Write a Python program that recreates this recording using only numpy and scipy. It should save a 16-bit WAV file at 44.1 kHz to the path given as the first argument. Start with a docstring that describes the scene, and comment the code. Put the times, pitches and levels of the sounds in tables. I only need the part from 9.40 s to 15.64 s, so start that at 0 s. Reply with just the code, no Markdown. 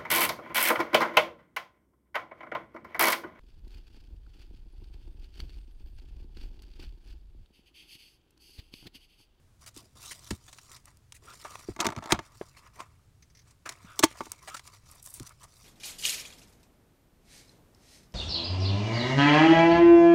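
"""Fingers rub softly over paper and sticky tape crackles: washi tape is laid on a planner page at a desk.
The microphone is close, the room small and quiet. The page is turned, scissors are fished off the desk,
snip the tape and are put down again; then the loose strip is picked at and the roll drops.
Rubs, scrapes and drags are noisy trains of slips, snaps and clacks are filtered bursts, thumps are
gliding low swings, and skates are resonant noise; a short room tail and a low rumble lie behind them."""
import sys
import numpy as np
from scipy import signal
from scipy.fft import rfft, irfft
from scipy.io import wavfile
from scipy.ndimage import uniform_filter1d

SR = 44100
rng = np.random.default_rng(int(sys.argv[2]) if len(sys.argv) > 2 else 0)


def digitize_waveform(pressure):
    """Quantize a signal to 16-bit integers and store it at the path in sys.argv[1].

    Rows of a 2-D input are taken as channels; values are limited to [-1, 1].
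    """
    field = np.atleast_2d(pressure).T
    bounded = np.clip(field, -1, 1)
    quanta = np.round(bounded * 32767).astype(np.int16)
    wavfile.write(sys.argv[1], SR, quanta)


N = 275184  # length of the scene in samples

# Colour of the paper sheet: frequency_hz, level_db
PAPER = [(60, -3), (300, 3), (750, 3.5), (1180, 2.5), (1650, -1.5), (3500, -8.5), (6300, -5), (9300, -4),
         (11000, -13), (16000, -13.5)]
# Colour of the scissors' steel: frequency_hz, level_db
STEEL = [(150, -12), (600, 5.5), (1150, 6.5), (1600, 0), (2150, -1), (2600, -4.5), (3800, -2), (4700, -4.5),
         (6300, 0.5), (9500, -6), (11500, -8.5), (16000, -10)]


def rubbing():
    """The sliding page hums, the fingers hiss and creases crinkle, all under the hand's uneven pressure."""
    # The hand slides the page or runs along the tape: start_s, length_s, dull_rub_db, bright_hiss_db
    slides = [(0.189, 0.0566, -64, -63), (0.334, 0.079, -67, -56), (0.539, 0.43, -62.5, -57),
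              (0.597, 0.12, -62.5, -49), (1.003, 0.37, -71, -61.5), (1.25, 0.11, -60, -60.5),
              (1.435, 0.058, -62.5, -64.5), (1.805, 0.52, -60.5, -58), (2.003, 0.2, -58.5, -57.5),
              (2.79, 0.12, -57, -65.5), (2.907, 0.19, -65.5, -62), (3.133, 0.15, -60.5, -70.5),
              (3.324, 0.1126, -54.5, -63), (4.035, 0.083, -69.5, -71), (4.262, 0.061, -48.5, -54.5),
              (4.345, 0.65, -59, -62), (4.738, 0.11, -67, -56.5), (5.006, 0.045, -48.5, -52),
              (5.077, 0.11, -63.5, -56), (5.23, 0.042, -56, -55), (5.309, 0.04, -58.5, -57),
              (5.414, 0.19, -63.5, -63.5), (5.605, 0.32, -63.5, -62.5), (5.979, 0.072, -61, -60.5),
              (6.067, 0.28, -68.5, -64)]
    # Dull rub of the sliding page: frequency_hz, level_db
    rub_colour = [(100, -13), (350, -4.5), (780, -5.5), (1020, 1.5), (1220, 5.5), (1600, -6.5),
                  (2300, -4.5), (4000, -25), (9000, -33.5)]
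    # Fingertips on paper: frequency_hz, level_db
    hiss_colour = [(500, -24.5), (2100, -16), (4000, 0.5), (6200, -0.5), (9300, -5.5), (10800, -8.5),
                   (16000, -16.5)]
    crinkles_per_s, crinkle_fade_s = 53, 0.001
    crinkle_db, crinkle_spread_db = -7.5, 2.5  # level is relative to the hiss

    rub_gain = pressure_of([(start, length, rub_db) for start, length, rub_db, _ in slides])
    hiss_gain = pressure_of([(start, length, hiss_db) for start, length, _, hiss_db in slides])
    page_slips = friction(N, per_s=640, spread_db=4.5, smooth=0.5)
    fibre_slips = friction(N, per_s=900, spread_db=4.8, smooth=0.45)
    rub = colour(page_slips, rub_colour)[:N] * rub_gain
    hiss = colour(fibre_slips, hiss_colour)[:N] * hiss_gain

    # Tiny creases give way at random moments under the moving hand
    crease_size = amp(crinkle_spread_db * np.minimum(rng.exponential(1, N), 3))
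    creases = crease_size * (rng.random(N) < crinkles_per_s / SR)
    crackle = signal.oaconvolve(creases, burst(crinkle_fade_s))
    crinkle = evened(colour(crackle, PAPER, centre_hz=4500, slope_db=3.5)[:N])
    crinkle = amp(crinkle_db) * crinkle * hiss_gain
    return (rub + hiss + crinkle) * waver(rate_hz=64, depth_db=2.5)


def scrapes():
    """Quick strokes: a run of slips that swells fast and eases off, brighter for fine contacts."""
    # Short strokes of skin and tape over paper: start_s, length_s, level_db, centre_hz
    strokes = [(0.261, 0.027, -47.5, 4500), (0.373, 0.08, -61, 239), (0.553, 0.03, -57, 280),
               (0.623, 0.049, -53.5, 4500), (0.708, 0.023, -42, 3900), (1.077, 0.019, -52, 2850),
               (1.741, 0.0329, -56, 7000), (1.817, 0.077, -59, 300), (2.414, 0.016, -41.5, 1300),
               (2.445, 0.0086, -34, 2420), (2.7, 0.026, -33.5, 1292), (3.165, 0.03, -55.5, 2920),
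               (3.39, 0.029, -46, 1295), (4.254, 0.024, -39.5, 1300), (4.625, 0.028, -28.5, 3000),
               (5.073, 0.02, -40, 2030), (5.142, 0.012, -39, 2330), (5.652, 0.019, -52, 12020),
               (5.734, 0.045, -52, 9300), (5.863, 0.013, -47.5, 7080), (6.032, 0.014, -52, 6240)]
    out = np.zeros(N)
    for start, length, db, hz in strokes:
        progress = np.arange(SR // 4) / SR / length
        pressure = (1 - np.exp(-progress / 0.13)) * np.exp(-(progress / 1.115) ** 4)
        stroke = friction(len(progress), per_s=1600, spread_db=3.0, smooth=0.28) * pressure
        stroke *= np.sqrt(length * SR) / np.linalg.norm(stroke)  # energy in step with the length
        add(out, start, amp(db) * colour(stroke, PAPER, hz, slope_db=6))
    return out


def snaps():
    """Each snap shakes the sheet for a few milliseconds."""
    # Tape letting go and paper creases snapping: start_s, level_db, centre_hz, fade_s
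    snap_list = [(0.262, -41.5, 5260, 0.0034), (0.364, -37, 6030, 0.0011), (0.656, -34, 5000, .0005),
                 (0.6685, -35, 4500, 0.00046), (.906, -24, 3530, 0.0043), (1.128, -39.5, 3880, 0.0046),
                 (1.184, -39.5, 2910, 0.0043), (1.316, -38, 4000, 0.002), (1.362, -44, 3820, 0.0073),
                 (1.456, -39, 7900, 0.0012), (1.571, -47.5, 10000, 0.00122), (1.722, -35.5, 3700, 0.0024),
                 (2.047, -29.5, 1010, 0.0081), (2.155, -28.5, 1520, 0.0015), (3.403, -28, 1700, 0.0028),
                 (4.108, -52, 5960, 0.00515), (4.291, -25, 4224, 0.0027), (4.322, -36, 3000, 0.00265),
                 (4.918, -22, 9200, 0.0013), (5.098, -36, 3500, 0.003), (5.166, -34.5, 3900, 0.00644),
                 (5.194, -35.5, 3000, 0.0026), (5.274, -39, 5440, 0.0037), (5.673, -37, 10000, 0.0017),
                 (5.7978, -29.5, 6000, 0.0013), (5.83, -38, 6960, 0.0013), (5.893, -40.5, 7000, 0.00138)]
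    out = np.zeros(N)
    for start, db, hz, fade in snap_list:
        add(out, start, amp(db) * colour(burst(fade), PAPER, hz, slope_db=9.0))
    return out


def clacks(ring_db=-11):
    """Steel and plastic rattle on landing; duller blows ring the desk more."""
    # Roll and scissors knocking on the desk: start_s, level_db, centre_hz, fade_s
    knocks = [(2.363, -31.5, 2160, 0.00155), (2.39, -28, 1000, 0.011), (2.402, -16, 3000, 0.0037),
              (2.4093, -18, 3600, 0.00217), (2.427, -29.5, 1500, 0.00316), (2.4545, -16, 1400, 0.0023),
              (2.4664, -14, 3110, 0.002), (2.487, -23, 1200, 0.0028), (2.5033, -28.5, 2400, 0.00066),
              (2.521, -32, 1200, 0.0024), (2.563, -29.5, 1953, 0.0018), (2.623, -33.5, 990, 0.0076),
              (2.639, -34.5, 2500, 0.0019), (2.658, -30, 2200, 0.0021), (2.721, -6, 2660, 0.0029),
              (2.742, -25, 900, 0.00776), (2.79, -24.5, 1410, 0.003), (3.01, -41, 920, 0.011),
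              (4.5916, -14.5, 6400, 0.0031), (4.635, -3.5, 1804, 0.0024), (4.639, -6.5, 5000, 0.0028),
              (4.806, -22, 650, 0.00402), (4.866, -37.5, 600, 0.0025)]
    # Ring of the desk under them: frequency_hz, level_db, t60_s
    desk_modes = [(245, -2, .06), (328, 0, .065), (400, -1, .05), (660, 1, .04), (892, 1.5, .055),
                  (1156, 0.5, .05), (1474, -6, .045), (2150, -5, .035)]
    out = np.zeros(N)
    t = np.arange(SR // 4) / SR
    for start, db, hz, fade in knocks:
        add(out, start, amp(db) * colour(burst(fade), STEEL, hz, slope_db=9.5))
        ring = np.zeros(len(t))
        for mode_hz, level_db, t60 in desk_modes:
            detuned_hz = mode_hz * rng.uniform(0.99, 1.01)
            ring += amp(level_db - 60 * t / t60) * np.sin(2 * np.pi * (detuned_hz * t + rng.random()))
        onset = 1 - np.exp(-t / 0.0013)
        dullness = 1 / np.hypot(1, hz / 3000)
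        add(out, start, amp(db + ring_db) * ring * onset * dullness)
    return out


def thumps():
    """Each soft blow gives a hollow knock, then rocks the whole desk, low and a little late."""
    # Hand, roll and scissors landing through the pad of paper, the pitch being that which the glide scales:
    # start_s, knock_db, pitch_hz, fade_s, boom_db
    blows = [(0.365, -38, 332, 0.0079, -47.5), (0.91, -15.5, 335, 0.00234, -27),
             (2.286, -21.5, 350, 0.0057, -30.5), (2.473, -20, 201, 0.003, -30),
             (2.569, -47, 217, 0.0054, -33.5), (2.722, -13, 389, 0.00417, -22.5),
             (2.777, -34, 230, 0.0024, -38.5), (3.012, -19.5, 429.5, 0.0032, -54),
             (4.444, -37, 205.4, 0.007, -55), (4.598, -25, 376, 0.0079, -61.5),
             (4.637, -8, 348, 0.0068, -44.5), (4.805, -28.5, 460, 0.00334, -52),
             (5.802, -31.5, 310, 0.0056, -37)]
    boom_hz, boom_fade_s, boom_lag_s = 110.5, 0.017, 0.0013
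    out = np.zeros(N)
    for start, knock_db, hz, fade, boom_db in blows:
        add(out, start, amp(knock_db) * sway(hz, fade, rattle=0.35))
        add(out, start + boom_lag_s, amp(boom_db) * sway(boom_hz, boom_fade_s, rattle=1.0))
    return out


def sway(hz, fade, rattle):
    """A soft push swings the desk top a few times while the loose pages flutter on it."""
    t = np.arange(SR // 4) / SR
    # Starts at 1.23 times hz and slows to 0.55 times as the contact relaxes
    glide_hz = hz * (0.55 + 0.68 * np.exp(-t / (2 * fade)))
    swing = np.sin(2 * np.pi * np.cumsum(glide_hz) / SR)
    band = signal.butter(2, [hz / 4, hz * 1.81], "band", fs=SR, output="sos")
    flutter = evened(signal.sosfilt(band, rng.standard_normal(len(t))))
    swell = t / fade * np.exp(1 - 2 * t / fade)
    return swell * (swing + rattle * flutter)


def drags():
    """Dragged scissors skip over the desk in a quick uneven chatter."""
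    # Scissors dragged over the desk: start_s, length_s, level_db
    drag_list = [(2.375, 0.215, -42), (2.622, 0.13, -40)]
    skips = friction(N, per_s=190, spread_db=2.5, smooth=0.1)
    chatter = colour(skips, STEEL, centre_hz=380, slope_db=7.0)
    return chatter[:N] * pressure_of(drag_list)


def snips():
    """Each bite of the closing blades is a soft, short rasp."""
    # Blades biting through the tape in small steps: start_s, level_db
    bites = [(3.823, -51), (3.899, -58), (3.949, -51.5), (3.97, -51), (3.99, -50.5), (4.016, -59)]
    # Colour of the blades: frequency_hz, level_db
    blade_colour = [(1000, -16), (2100, 3.5), (2700, -8.5), (6300, 5), (6900, -10.5), (12000, -18)]
    out = np.zeros(N)
    for start, db in bites:
        add(out, start, amp(db) * colour(burst(fade=0.0073), blade_colour))
    return out


def skates():
    """A paper edge slips so evenly that a few resonances of the sheet stand out, tuned by how it is held."""
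    # The page edge skating over the sheet below: start_s, length_s, level_db, pitch_hz
    skate_list = [(1.864, 0.0828, -51, 1384), (2.053, 0.11, -53.5, 1220), (4.45, 0.12, -53, 1383),
                  (5.072, 0.1, -48.5, 1330)]
    # Resonances of the sheet: multiple_of_pitch, level_db
    edge_modes = [(.64, -18.5), (1, 6.5), (1.36, -22), (1.959, -12.5), (2.2, -18), (2.6, -11), (3.2, -40)]
    out = np.zeros(N)
    for start, length, db, hz in skate_list:
        n = int(length * SR)
        sheet = [(hz * multiple, level_db) for multiple, level_db in edge_modes]
        slide = rng.standard_normal(n) * signal.windows.tukey(n, 0.5)
        add(out, start, amp(db) * colour(slide, sheet))
    return out


def swishes():
    """The curled strip crackles finer and brighter than the page."""
    # The loose strip of tape and its backing brushing together: start_s, length_s, level_db
    brushes = [(5.451, 0.0716, -57), (5.605, 0.16, -52.5), (6.123, 0.073, -62)]
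    # Colour of the strip: frequency_hz, level_db
    strip_colour = [(1500, -39.5), (4000, -13), (9000, 2.5), (14000, -5.5), (16000, -16)]
    slips = friction(N, per_s=200, spread_db=6, smooth=0.2)
    return colour(slips, strip_colour)[:N] * pressure_of(brushes)


def flex(x, depth_db, size=256):
    """As the sheet bends, its resonances come and go in patches of time and pitch."""
    z = signal.stft(x, SR, nperseg=size)[2]
    patches = uniform_filter1d(rng.standard_normal(z.shape), size=3, axis=0)  # across pitch
    patches = evened(uniform_filter1d(patches, size=12, axis=1))  # across time
    gain = evened(amp(depth_db * patches))
    return signal.istft(z * gain, SR, nperseg=size)[1][:N]


def hollow(x):
    """The desk top gives all that happens on it the same hollow colour."""
    # Where the desk radiates weakly: frequency_hz, width_hz, depth (0 to 1)
    dead_spots = [(510, 150, 0.5), (813, 70, 0.6), (1540, 180, 0.3)]
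    for hz, width, depth in dead_spots:
        b, a = signal.iirpeak(hz, hz / width, SR)
        x = x - min(depth, 1) * signal.lfilter(b, a, x)
    return x


def room(x, wet_db):
    """A faint short tail of noise, each band dying at its own speed."""
    # Decay of the small room: frequency_hz, t60_s
    decay = [(400, 0.075), (3000, 0.17), (14000, 0.037)]
    hz, t, z = signal.stft(rng.standard_normal(SR // 2), SR, nperseg=256)
    fading = z * amp(-60 * t / read(decay, hz)[:, None])
    tail = signal.istft(fading, SR, nperseg=256)[1]
    tail *= 1 - np.exp(-(np.arange(len(tail)) / SR / 0.0098) ** 2)  # soft onset after the direct sound
    return x + amp(wet_db) * signal.fftconvolve(x, tail / np.linalg.norm(tail))[:N]


def air(level_db=-61):
    """Low steady rumble of the room with a thin hiss, made of shaped noise."""
    # Colour of the background: frequency_hz, level_db
    air_colour = [(20, -15), (65, -7.5), (120, -7.5), (190, -21.5), (700, -34), (1200, -34.5), (2000, -39),
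                  (9000, -42.5), (16000, -51)]
    gain = amp(read(air_colour, np.fft.rfftfreq(N, 1 / SR)))
    spectrum = rfft(rng.standard_normal(N)) * gain
    return amp(level_db) * evened(irfft(spectrum, N))


def friction(n, per_s, spread_db, smooth, count=3):
    """Fibres catch and slip: uneven clicks of varied noise grain over a smooth hiss."""
    size = amp(spread_db * np.minimum(rng.exponential(1, n), 4))
    slips = size * rng.choice([-1, 1], n) * (rng.random(n) < per_s / SR)
    grain = rng.integers(0, count, n)  # which of a few random bursts each click uses
    clicks = sum(signal.oaconvolve(slips * (grain == k), burst(0.0026))[:n] for k in range(count))
    return evened(evened(clicks) + smooth * rng.standard_normal(n))


def burst(fade):
    """A dense rattle of contacts that builds quickly and dies away."""
    t = np.arange(SR // 10) / SR
    contacts = rng.choice([-1, 1], len(t)) * 1.094
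    return contacts * np.exp(-(t / fade) ** 0.89) * (1 - np.exp(-t / (0.36 * fade)))


def press(length):
    """Pressure of one movement: attack, gently arched hold, release, then a faint settling of the paper."""
    press_s, press_share = 0.04, 0.064  # long movements start more slowly
    lift_s, settle_db, settle_s = 0.004, -7, 0.073
    arch_db = 1  # how much firmer the middle is than the ends
    t = np.arange(int(length * SR) + SR // 2) / SR
    attack = np.clip(t / (press_s + press_share * length), 0, 1)
    arch = amp(arch_db * (np.sin(np.pi * np.clip(t / length, 0, 1)) - 2 / np.pi))
    after = np.maximum(t - length, 0)
    release = np.maximum(np.exp(-after / lift_s), amp(settle_db) * np.exp(-after / settle_s))
    return attack * arch * release


def pressure_of(moves):
    """Joint gain of movements given as (start_s, length_s, level_db), their powers added."""
    power = np.zeros(N)
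    for start, length, db in moves:
        add(power, start, (amp(db) * press(length)) ** 2)
    return np.sqrt(power)


def waver(rate_hz, depth_db):
    """A random gain that takes a new value rate_hz times a second and glides between them."""
    steps = np.arange(N) / SR * rate_hz
    return amp(depth_db * np.interp(steps, np.arange(4096), rng.standard_normal(4096)))


def colour(x, points, centre_hz=None, slope_db=0, size=4096):
    """Causal filter of unit energy: a spectrum, optionally falling away on both sides of a centre."""
    hz = np.fft.rfftfreq(size, 1 / SR)
    db = read(points, hz)
    if centre_hz is not None:
        db = db - slope_db * np.hypot(1, np.log2((hz + 1) / centre_hz))
    log_gain = np.log(amp(np.r_[db, db[-2:0:-1]]))
    # The Hilbert transform of the log gain gives the minimum phase
    taps = np.fft.ifft(np.exp(np.conj(signal.hilbert(log_gain)))).real[:size // 2]
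    return signal.fftconvolve(x, taps / np.linalg.norm(taps))


def amp(db):
    """Decibels to gain."""
    return 10 ** (np.asarray(db) / 20)


def evened(x):
    """Scales to rms 1."""
    return x / np.sqrt(np.mean(x ** 2) + 1e-20)


def read(points, hz):
    """Reads a table on a log-frequency axis."""
    f, value = np.transpose(points)
    return np.interp(np.log(hz + 1), np.log(f + 1), value)


def add(mix, start, sound):
    """Mixes a sound in at a start time in seconds."""
    part = mix[max(round(start * SR), 0):][:len(sound)]
    part += sound[:len(part)]


def scene():
    """Everything on the desk, heard in the room."""
    handling = flex(rubbing() + scrapes() + drags(), depth_db=2.8)
    desk = hollow(handling + snaps() + clacks() + thumps() + snips() + skates() + swishes())
    return (room(desk, wet_db=-28.5) + air())[None]


def record(dry):
    """The recorder's band limit: a steep low-pass at 16 kHz."""
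    low_pass = signal.firwin(401, 16000, window=("kaiser", 9), fs=SR)
    return signal.oaconvolve(dry, low_pass[None], "same")


dry = scene()
out = record(dry)
digitize_waveform(out)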